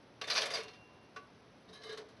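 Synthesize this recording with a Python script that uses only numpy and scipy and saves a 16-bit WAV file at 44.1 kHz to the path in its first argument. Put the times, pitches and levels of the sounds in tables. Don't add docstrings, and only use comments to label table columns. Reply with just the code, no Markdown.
import sys
import numpy as np
from scipy import signal
from scipy.fft import rfft, irfft, next_fast_len
from scipy.io import wavfile

SR = 44100
rng = np.random.default_rng(int(sys.argv[2]) if len(sys.argv) > 2 else 0)


def digitize_waveform(pressure):
    field = np.atleast_2d(pressure).T
    bounded = np.clip(field, -1, 1)
    quanta = np.round(bounded * 32767).astype(np.int16)
    wavfile.write(sys.argv[1], SR, quanta)


def boost_factor(decibels):
    exponent = np.asarray(decibels, float) / 20
    return 10 ** exponent


N = 97020
TIME_S = np.arange(N) / SR


def rms_one(x):
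    return x / np.sqrt(np.mean(x ** 2) + 1e-20)


def shape(x, points):
    size = next_fast_len(len(x) + 4096)
    hz = np.maximum(np.arange(size // 2 + 1) * SR / size, 1)
    f, db = np.transpose(points)
    gain = boost_factor(np.interp(np.log(hz), np.log(f), db))
    gain = gain * np.minimum(hz / f[0], 1) ** 2
    gain = gain / np.sqrt(np.mean(gain ** 2))
    return irfft(rfft(x, size) * gain, size)[:len(x)]


def resonance(x, hz, width_hz):
    r = np.exp(-np.pi * max(width_hz, 5) / SR)
    turn = 2 * np.pi * hz / SR
    return signal.lfilter([(1 - r * r) / 2, 0, (r * r - 1) / 2], [1, -2 * r * np.cos(turn), r * r], x + 1e-18)


def ring(clicks, hz, t60_s):
    r, turn = boost_factor(-60 / (t60_s * SR)), 2 * np.pi * hz / SR
    return signal.lfilter([0, np.sin(turn)], [1, -2 * r * np.cos(turn), r * r], clicks + 1e-18)


def burst(start_s, level_db, t60_s, attack_s):
    t = np.maximum(TIME_S - start_s, 0)
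    return boost_factor(level_db - 60 * t / max(t60_s, 0.01)) * (1 - np.exp(-t / attack_s))


def tone(hz):
    return np.sin(2 * np.pi * hz * TIME_S)


GRAINS_PER_S, GRAIN_SPREAD_DB = 11000, 2.5


def grains(per_s):
    sizes = boost_factor(GRAIN_SPREAD_DB * np.minimum(rng.exponential(1, N), 3))
    sizes = sizes * rng.choice([-1, 1], N)
    return rms_one(sizes * (rng.random(N) < per_s / SR))


STRIKE_SPREAD_DB = 3.0
ATTACK_SHARE = 0.013


def contacts(rows, colour, body, body_db):
    train = grains(GRAINS_PER_S)
    strikes_db = STRIKE_SPREAD_DB * rng.standard_normal((len(rows), len(body)))
    parts = np.array([train * burst(s, db, t60, ATTACK_SHARE * t60) for s, db, t60, *_ in rows])
    forces = boost_factor(strikes_db.T + body_db) @ parts
    modes = sum(boost_factor(db) * resonance(force, hz, width) for force, (hz, width, db) in zip(forces, body))
    return shape(parts.sum(axis=0), colour) + np.sqrt(SR / 8000) * modes, parts


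# start_s [s], level_db [dB peak], t60_s [s],
# pitch_hz of the struck loose part [Hz], its ring_db [dB]
JOLTS = [(0.2131, -20.5, 0.085, 2740, -3.5), (0.2368, -31.5, 0.1, 2080, 5), (0.27, -29, 0.27, 3830, -22),
         (0.2775, -28.5, 0.33, 1870, -23), (0.3003, -19, 0.12, 4650, 5.5), (0.3104, -27, 0.11, 4020, 11),
         (0.3300, -35, 0.17, 2400, -11), (0.3496, -24.5, 0.13, 5300, 3), (0.3535, -26, .1, 4210, 6),
         (0.3597, -21, 0.12, 4630, 8.5), (0.368, -22.5, 0.13, 2350, -4), (0.378, -16, 0.068, 4730, 2),
         (0.3895, -30, 0.11, 3500, -6), (0.4053, -26, 0.11, 4700, -14), (0.417, -18, 0.13, 3170, -0.5),
         (0.456, -27, 0.17, 2100, -5), (0.436, -33, 0.15, 1150, 7), (0.5003, -26, 0.23, 2320, -16),
         (0.505, -35.5, 0.19, 2330, -12), (0.5362, -24, 0.12, 4700, 4), (0.5508, -26, 0.15, 4620, -24),
         (0.5686, -30.5, 0.21, 2120, -3), (0.6, -31, 0.072, 2170, -2), (0.6314, -37.5, 0.14, 2970, -6),
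         (0.679, -37, 0.16, 2960, -26), (0.733, -42, 0.16, 2850, -6)]
# pitch_hz [Hz], level_db [dB per Hz]
RATTLE = [(530, -29), (900, -7), (1150, -2), (2400, -1.5), (4800, -5), (6500, -6.5), (8000, -15),
          (12000, -9.5)]
SHELL_HZ = [1134, 1717, 2341, 2392, 2763, 3583, 3721, 4226, 4271, 4694, 4743, 4850, 5255, 5706]
# width_hz [Hz], level_db [dB]
SHELL = [(60, -9.5), (34, -7.5), (29, -18), (28.4, -7), (30, -28), (30.8, -1.5), (31, -4.5), (30.5, -6),
         (30.7, -2), (29.6, -5), (30.8, -4), (29.6, -33), (25, -27), (29.4, -15)]
RATTLE_DB, SHELL_DB, RING_WIDTH_HZ = -14, 3, 720


def carriage():
    shell = [(hz, *rest) for hz, rest in zip(SHELL_HZ, SHELL)]
    out, parts = contacts(JOLTS, RATTLE, shell, SHELL_DB)
    loose = 0
    for part, (*_, hz, ring_db) in zip(parts, JOLTS):
        narrow = resonance(part, hz, RING_WIDTH_HZ)
        loose = loose + boost_factor(ring_db) * resonance(narrow, hz, 6 * RING_WIDTH_HZ)
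    return boost_factor(RATTLE_DB) * (out + np.sqrt(SR / RING_WIDTH_HZ / 16) * loose)


# start_s [s], hum level_db [dB peak], boom_db [dB]
PUSHES = [(0.213, -46.5, -41.5), (0.273, -51.5, -38.5), (0.311, -56, -38), (0.356, -55, -37.5),
          (0.382, -44, -36.5), (0.423, -44.5, -41.5), (0.457, -76, -43.5), (0.507, -47, -38.5),
          (0.547, -41.5, -40), (0.587, -45, -53), (0.651, -47, -58), (1.693, -49.5, -53), (1.792, -54, -53),
          (1.838, -66, -56.5), (1.863, -66, -57), (1.892, -39.5, -54), (1.925, -55, -57),
          (1.980, -43.5, -47), (1.992, -42.5, -67), (2.024, -56, -67), (2.07, -62, -66), (2.1, -56, -57.5)]
PANEL_HZ = [437, 412]
# level_db [dB], t60_s [s]
PANELS = [(0.5, 0.19), (-9.5, 0.21)]
# pitch_hz [Hz], level_db [dB per Hz]
BOOM = [(180, -13), (330, -14), (430, -6), (560, 1.5), (720, -1), (860, -13), (1100, -4), (2000, -53)]
PUSH_S, PANEL_DB = 0.0027, -2
BOOM_DB, BOOM_ATTACK_S, BOOM_T60_S = -4.5, 0.011, 0.27


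def panels():
    out = 0
    for hz, (level_db, t60_s) in zip(PANEL_HZ, PANELS):
        push = 0
        for s, db, _ in PUSHES:
            push = push + burst(s, db, 7 * PUSH_S, PUSH_S) * np.cos(2 * np.pi * hz * (TIME_S - s))
        out = out + boost_factor(level_db + PANEL_DB + 13.5) * ring(push / (PUSH_S * SR), hz, t60_s)
    boom = sum(burst(s, db + BOOM_DB, BOOM_T60_S, BOOM_ATTACK_S) for s, _, db in PUSHES)
    return out + shape(boom * rng.standard_normal(N), BOOM)


# start_s [s], length_s [s], from_hz [Hz], to_hz [Hz]
SQUEAK = (.5360, .032, 5150, 4690)
SQUEAK_DB, SQUEAK_FALL_S = -35.5, 0.006


def squeak():
    start_s, length_s, from_hz, to_hz = SQUEAK
    t = np.maximum(TIME_S - start_s, 0)
    hz = to_hz + (from_hz - to_hz) * np.exp(-t / SQUEAK_FALL_S)
    swell = np.sqrt(np.abs(np.sin(np.pi * np.minimum(t / length_s, 1) ** 0.6)))
    swell = swell * (t < length_s)
    return boost_factor(SQUEAK_DB + 2.5) * swell * np.sin(2 * np.pi * np.cumsum(hz) / SR)


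# start_s [s], level_db [dB peak], crack_db [dB]
TAP = [
    (1.1610, -38, -27),
    (1.1640, -39, -40),
    (1.1685, -48, -50),
]
TAP_HZ = [441, 600, 738, 1065, 1141, 1410, 1488, 1696, 1868, 2051, 2444, 2627, 2745, 3941]
# level_db [dB], t60_s [s]
TAP_MODES = [(-8, .17), (-8, .05), (-10, .13), (-1, .04), (0, .13), (-1, .04), (0, .1), (-10, .1),
             (-13, .1), (-9, .06), (-15, .12), (-15, .13), (-13, .13), (-19, .12)]
TAP_TOUCHES_S, TAP_RING_DB = 0.0079, -11
TAP_CRACK_DB, TAP_CRACK_T60_S, TAP_CRACK_ATTACK_S = -21.5, 0.1, 0.0004


def tap():
    crack = sum(burst(s, db + TAP_CRACK_DB, TAP_CRACK_T60_S, TAP_CRACK_ATTACK_S) for s, _, db in TAP)
    out = crack * shape(grains(GRAINS_PER_S), RATTLE)
    for hz, (level_db, t60_s) in zip(TAP_HZ, TAP_MODES):
        mode_db = level_db + TAP_RING_DB
        touch = sum(burst(s, db + mode_db, TAP_TOUCHES_S, 0.00092) for s, db, _ in TAP)
        touch = touch * np.cos(2 * np.pi * hz * (TIME_S - TAP[1][0]))
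        out = out + ring(touch / 20, hz, t60_s)
    return out


# start_s [s], level_db [dB peak], rub t60_s [s], wire ring_db [dB]
CATCHES = [(1.346, -60, 0.13, 1), (1.682, -49.5, 0.29, -5.5), (1.728, -48, 0.27, 7),
           (1.752, -54, 0.24, -13), (1.816, -46.5, 0.17, -1), (1.833, -42.5, 0.13, 5.5),
           (1.864, -48, 0.36, -1), (1.890, -40, 0.22, 2), (1.924, -41, 0.13, -13),
           (1.973, -34.5, 0.15, -32), (2.003, -64, 0.58, -16.5), (2.084, -52.5, 0.27, -23),
           (2.165, -59.5, 0.12, 5.5)]
# pitch_hz [Hz], level_db [dB per Hz]
RUB = [(500, -22), (900, -7), (1700, 0.5), (2600, -8.5), (4000, -2.5), (6500, -10.5), (9000, -13),
       (12000, -27)]
WIRE_HZ = [1135, 1645, 1700, 2110, 3010, 3140, 3740, 3915, 4100, 4250, 4770, 5300, 5720, 6340]
# width_hz [Hz], level_db [dB]
WIRES = [(40, -1.5), (31.5, -5), (29.6, -18), (27.2, -4), (26, 3.5), (29.7, 1), (35.4, 5), (35.2, 4),
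         (24.4, 3), (24.8, -3), (30.5, 1.5), (43.2, -0.5), (30, -22), (35.7, 0)]
# pitch_hz [Hz], width_hz [Hz], level_db [dB]
THIN_WIRES = [(7280, 42, -20), (7900, 28, -10), (9330, 63, -7), (11000, 120, -7)]
RUB_DB, WIRES_DB = -12, 5.5


def slice_out():
    wires = [(hz, *rest) for hz, rest in zip(WIRE_HZ, WIRES)] + THIN_WIRES
    rings_db = WIRES_DB + np.array(CATCHES)[:, 3]
    rub, _ = contacts(CATCHES, RUB, wires, rings_db)
    return boost_factor(RUB_DB) * rub


# start_s [s], length_s [s], pitch_hz
# [Hz], level_db [dB rms]
SINGING = [(1.68, 0.029, 3725, -64), (1.718, .07, 3860, -63), (1.742, .08, 4080, -62),
           (1.745, 0.13, 1710, -64.5), (1.743, 0.058, 2130, -65.5), (1.756, 0.054, 3140, -69),
           (1.83, 0.13, 2116, -57.5), (1.83, 0.079, 3020, -62), (1.832, 0.042, 3890, -61),
           (1.859, 0.056, 1202, -59.5), (1.884, 0.066, 1645, -54), (1.892, 0.068, 3740, -58),
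           (1.895, 0.057, 4110, -59.5), (1.912, 0.042, 1135, -57), (1.924, 0.035, 1766, -62),
           (1.968, 0.033, 1100, -58), (1.684, 0.042, 180, -59.5), (1.839, 0.068, 437, -55),
           (1.92, 0.039, 436, -47.5), (2.025, 0.025, 439, -55.5), (2.07, 0.047, 436, -60.5),
           (0.53, 0.022, 675, -42.5), (0.581, .04, 441, -46)]
SINGING_ROUGH = 0.4


def singing():
    out = 0
    noises = rng.standard_normal((len(SINGING), N // 200 + 2))
    for (start_s, length_s, hz, db), noise in zip(SINGING, noises):
        swell = np.sin(np.pi * np.clip((TIME_S - start_s) / length_s, 0, 1) ** 0.74)
        flutter = 1 + SINGING_ROUGH * np.interp(np.arange(N) / 200, np.arange(len(noise)), noise)
        out = out + boost_factor(db + 1.5) * swell * flutter * tone(hz)
    return out


# start_s [s], level_db [dB peak], t60_s [s]
CRACKLES = [(0.2374, -52, 0.18), (0.2714, -48, 0.18), (0.299, -37.5, 0.13), (0.335, -40, 0.22),
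            (0.3614, -41, 0.22), (0.411, -37.5, 0.16), (0.4545, -33.5, 0.082), (0.5016, -40.5, 0.19),
            (0.539, -39.5, 0.21), (0.5746, -51, 0.09), (0.631, -44, 0.045), (0.6814, -71, 0.13),
            (1.834, -55, .08), (1.865, -56, .06), (1.893, -63, .08), (1.924, -50, 0.094),
            (1.9734, -47.5, 0.097), (2.0862, -61, 0.11)]
# pitch_hz [Hz], level_db [dB per Hz]
CRACKLE = [(5000, -43), (6500, 6.5), (8000, -1.5), (12000, 1.5)]
CRACKLE_DB, CRACKLE_ATTACK_S = 4.5, 0.0021


def crust():
    force = sum(burst(s, db + CRACKLE_DB, t60, CRACKLE_ATTACK_S) for s, db, t60 in CRACKLES)
    return shape(force * grains(GRAINS_PER_S), CRACKLE)


# start_s [s], pitch_hz [Hz], level_db [dB], t60_s [s]
SPRING = [
    (0.58, 985, -59, 0.75),
    (0.6, 739.3, -62, 1.4),
    (0.85, 1012, -68, 1.3),
    (1.73, 6900, -59, 0.11),
    (1.73, 9265, -60.5, 0.2),
    (1.73, 10900, -62, 0.15),
]
COIL_HZ = [2762.6, 2767.4]
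# level_db [dB], t60_s [s]
COIL = [(-57.5, 1.62), (-72.5, 2.5)]
COIL_S, COIL_DAMPED_S, COIL_DAMPED_T60_S = 0.58, 1.055, 1


def spring():
    coil = sum(burst(COIL_S, db, t60, 0.031) * tone(hz) for hz, (db, t60) in zip(COIL_HZ, COIL))
    coil = coil * boost_factor(-60 * np.maximum(TIME_S - COIL_DAMPED_S, 0) / COIL_DAMPED_T60_S)
    free = sum(burst(s, db, t60, 0.02 * t60) * tone(hz) for s, hz, db, t60 in SPRING)
    return np.sqrt(2) * (coil + free)


ROOM_T60_S, ROOM_DB, ROOM_DULL = 0.33, -15, 0.8


def room(x):
    t = np.arange(SR // 2) / SR
    tail = signal.lfilter([1], [1, -ROOM_DULL], rng.standard_normal(len(t)))
    tail = tail * boost_factor(-60 * t / ROOM_T60_S) * (t > 0.004)
    return boost_factor(ROOM_DB) * signal.fftconvolve(x, tail / np.sqrt(np.sum(tail ** 2)))[:N]


# pitch_hz [Hz], level_db [dB per Hz]
AIR = [(24, -65), (40, -19), (124, -6.5), (303, -6.5), (323, -9.5), (399, -7.5), (694, -12.5), (936, -14.5),
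       (6500, -29.5), (8450, -59), (14300, -120)]
AIR_DB, HUM_HZ, HUM_DB = -60, 115, -73.5


def air():
    return boost_factor(AIR_DB) * shape(rng.standard_normal(N), AIR) + boost_factor(HUM_DB) * tone(HUM_HZ)


def scene():
    toaster = carriage() + slice_out() + singing() + tap() + crust()
    return (toaster + room(toaster) + panels() + spring() + squeak() + air())[None]


# pitch_hz [Hz], level_db [dB per Hz]
HISS = [(6000, -21), (7500, -7.5), (9300, -6), (11000, 2), (12000, -10.5)]
HISS_DB, HISS_GRAINS_PER_S = -73.5, 1100


def hiss():
    return boost_factor(HISS_DB) * shape(grains(HISS_GRAINS_PER_S), HISS)


# pitch_hz [Hz], level_db [dB]
TOP = [(6000, -0.5), (6600, -9), (7600, -8.5), (9300, -9.5), (10900, -10), (11500, -18), (12000, -58)]
NOTCH_HZ = [7000, 8500, 10000]
NOTCH_HALF_HZ = [437, 420, 430]
NOTCH_POWER = 1.17


def microphone(x):
    size = next_fast_len(N + 4096)
    hz = np.arange(size // 2 + 1) * SR / size
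    gain = boost_factor(np.interp(hz, *np.transpose(TOP)))
    for notch_hz, half_hz in zip(NOTCH_HZ, NOTCH_HALF_HZ):
        gain = gain * np.tanh(np.abs(hz - notch_hz) / half_hz + 0.01) ** NOTCH_POWER
    return irfft(rfft(x, size) * gain, size)[:, :N]


def band_limit(x):
    return signal.sosfilt(signal.butter(12, 11800, fs=SR, output="sos"), x)


def record(dry):
    mix = microphone(dry + hiss())
    return band_limit(mix)


dry = scene()
out = record(dry)
digitize_waveform(out)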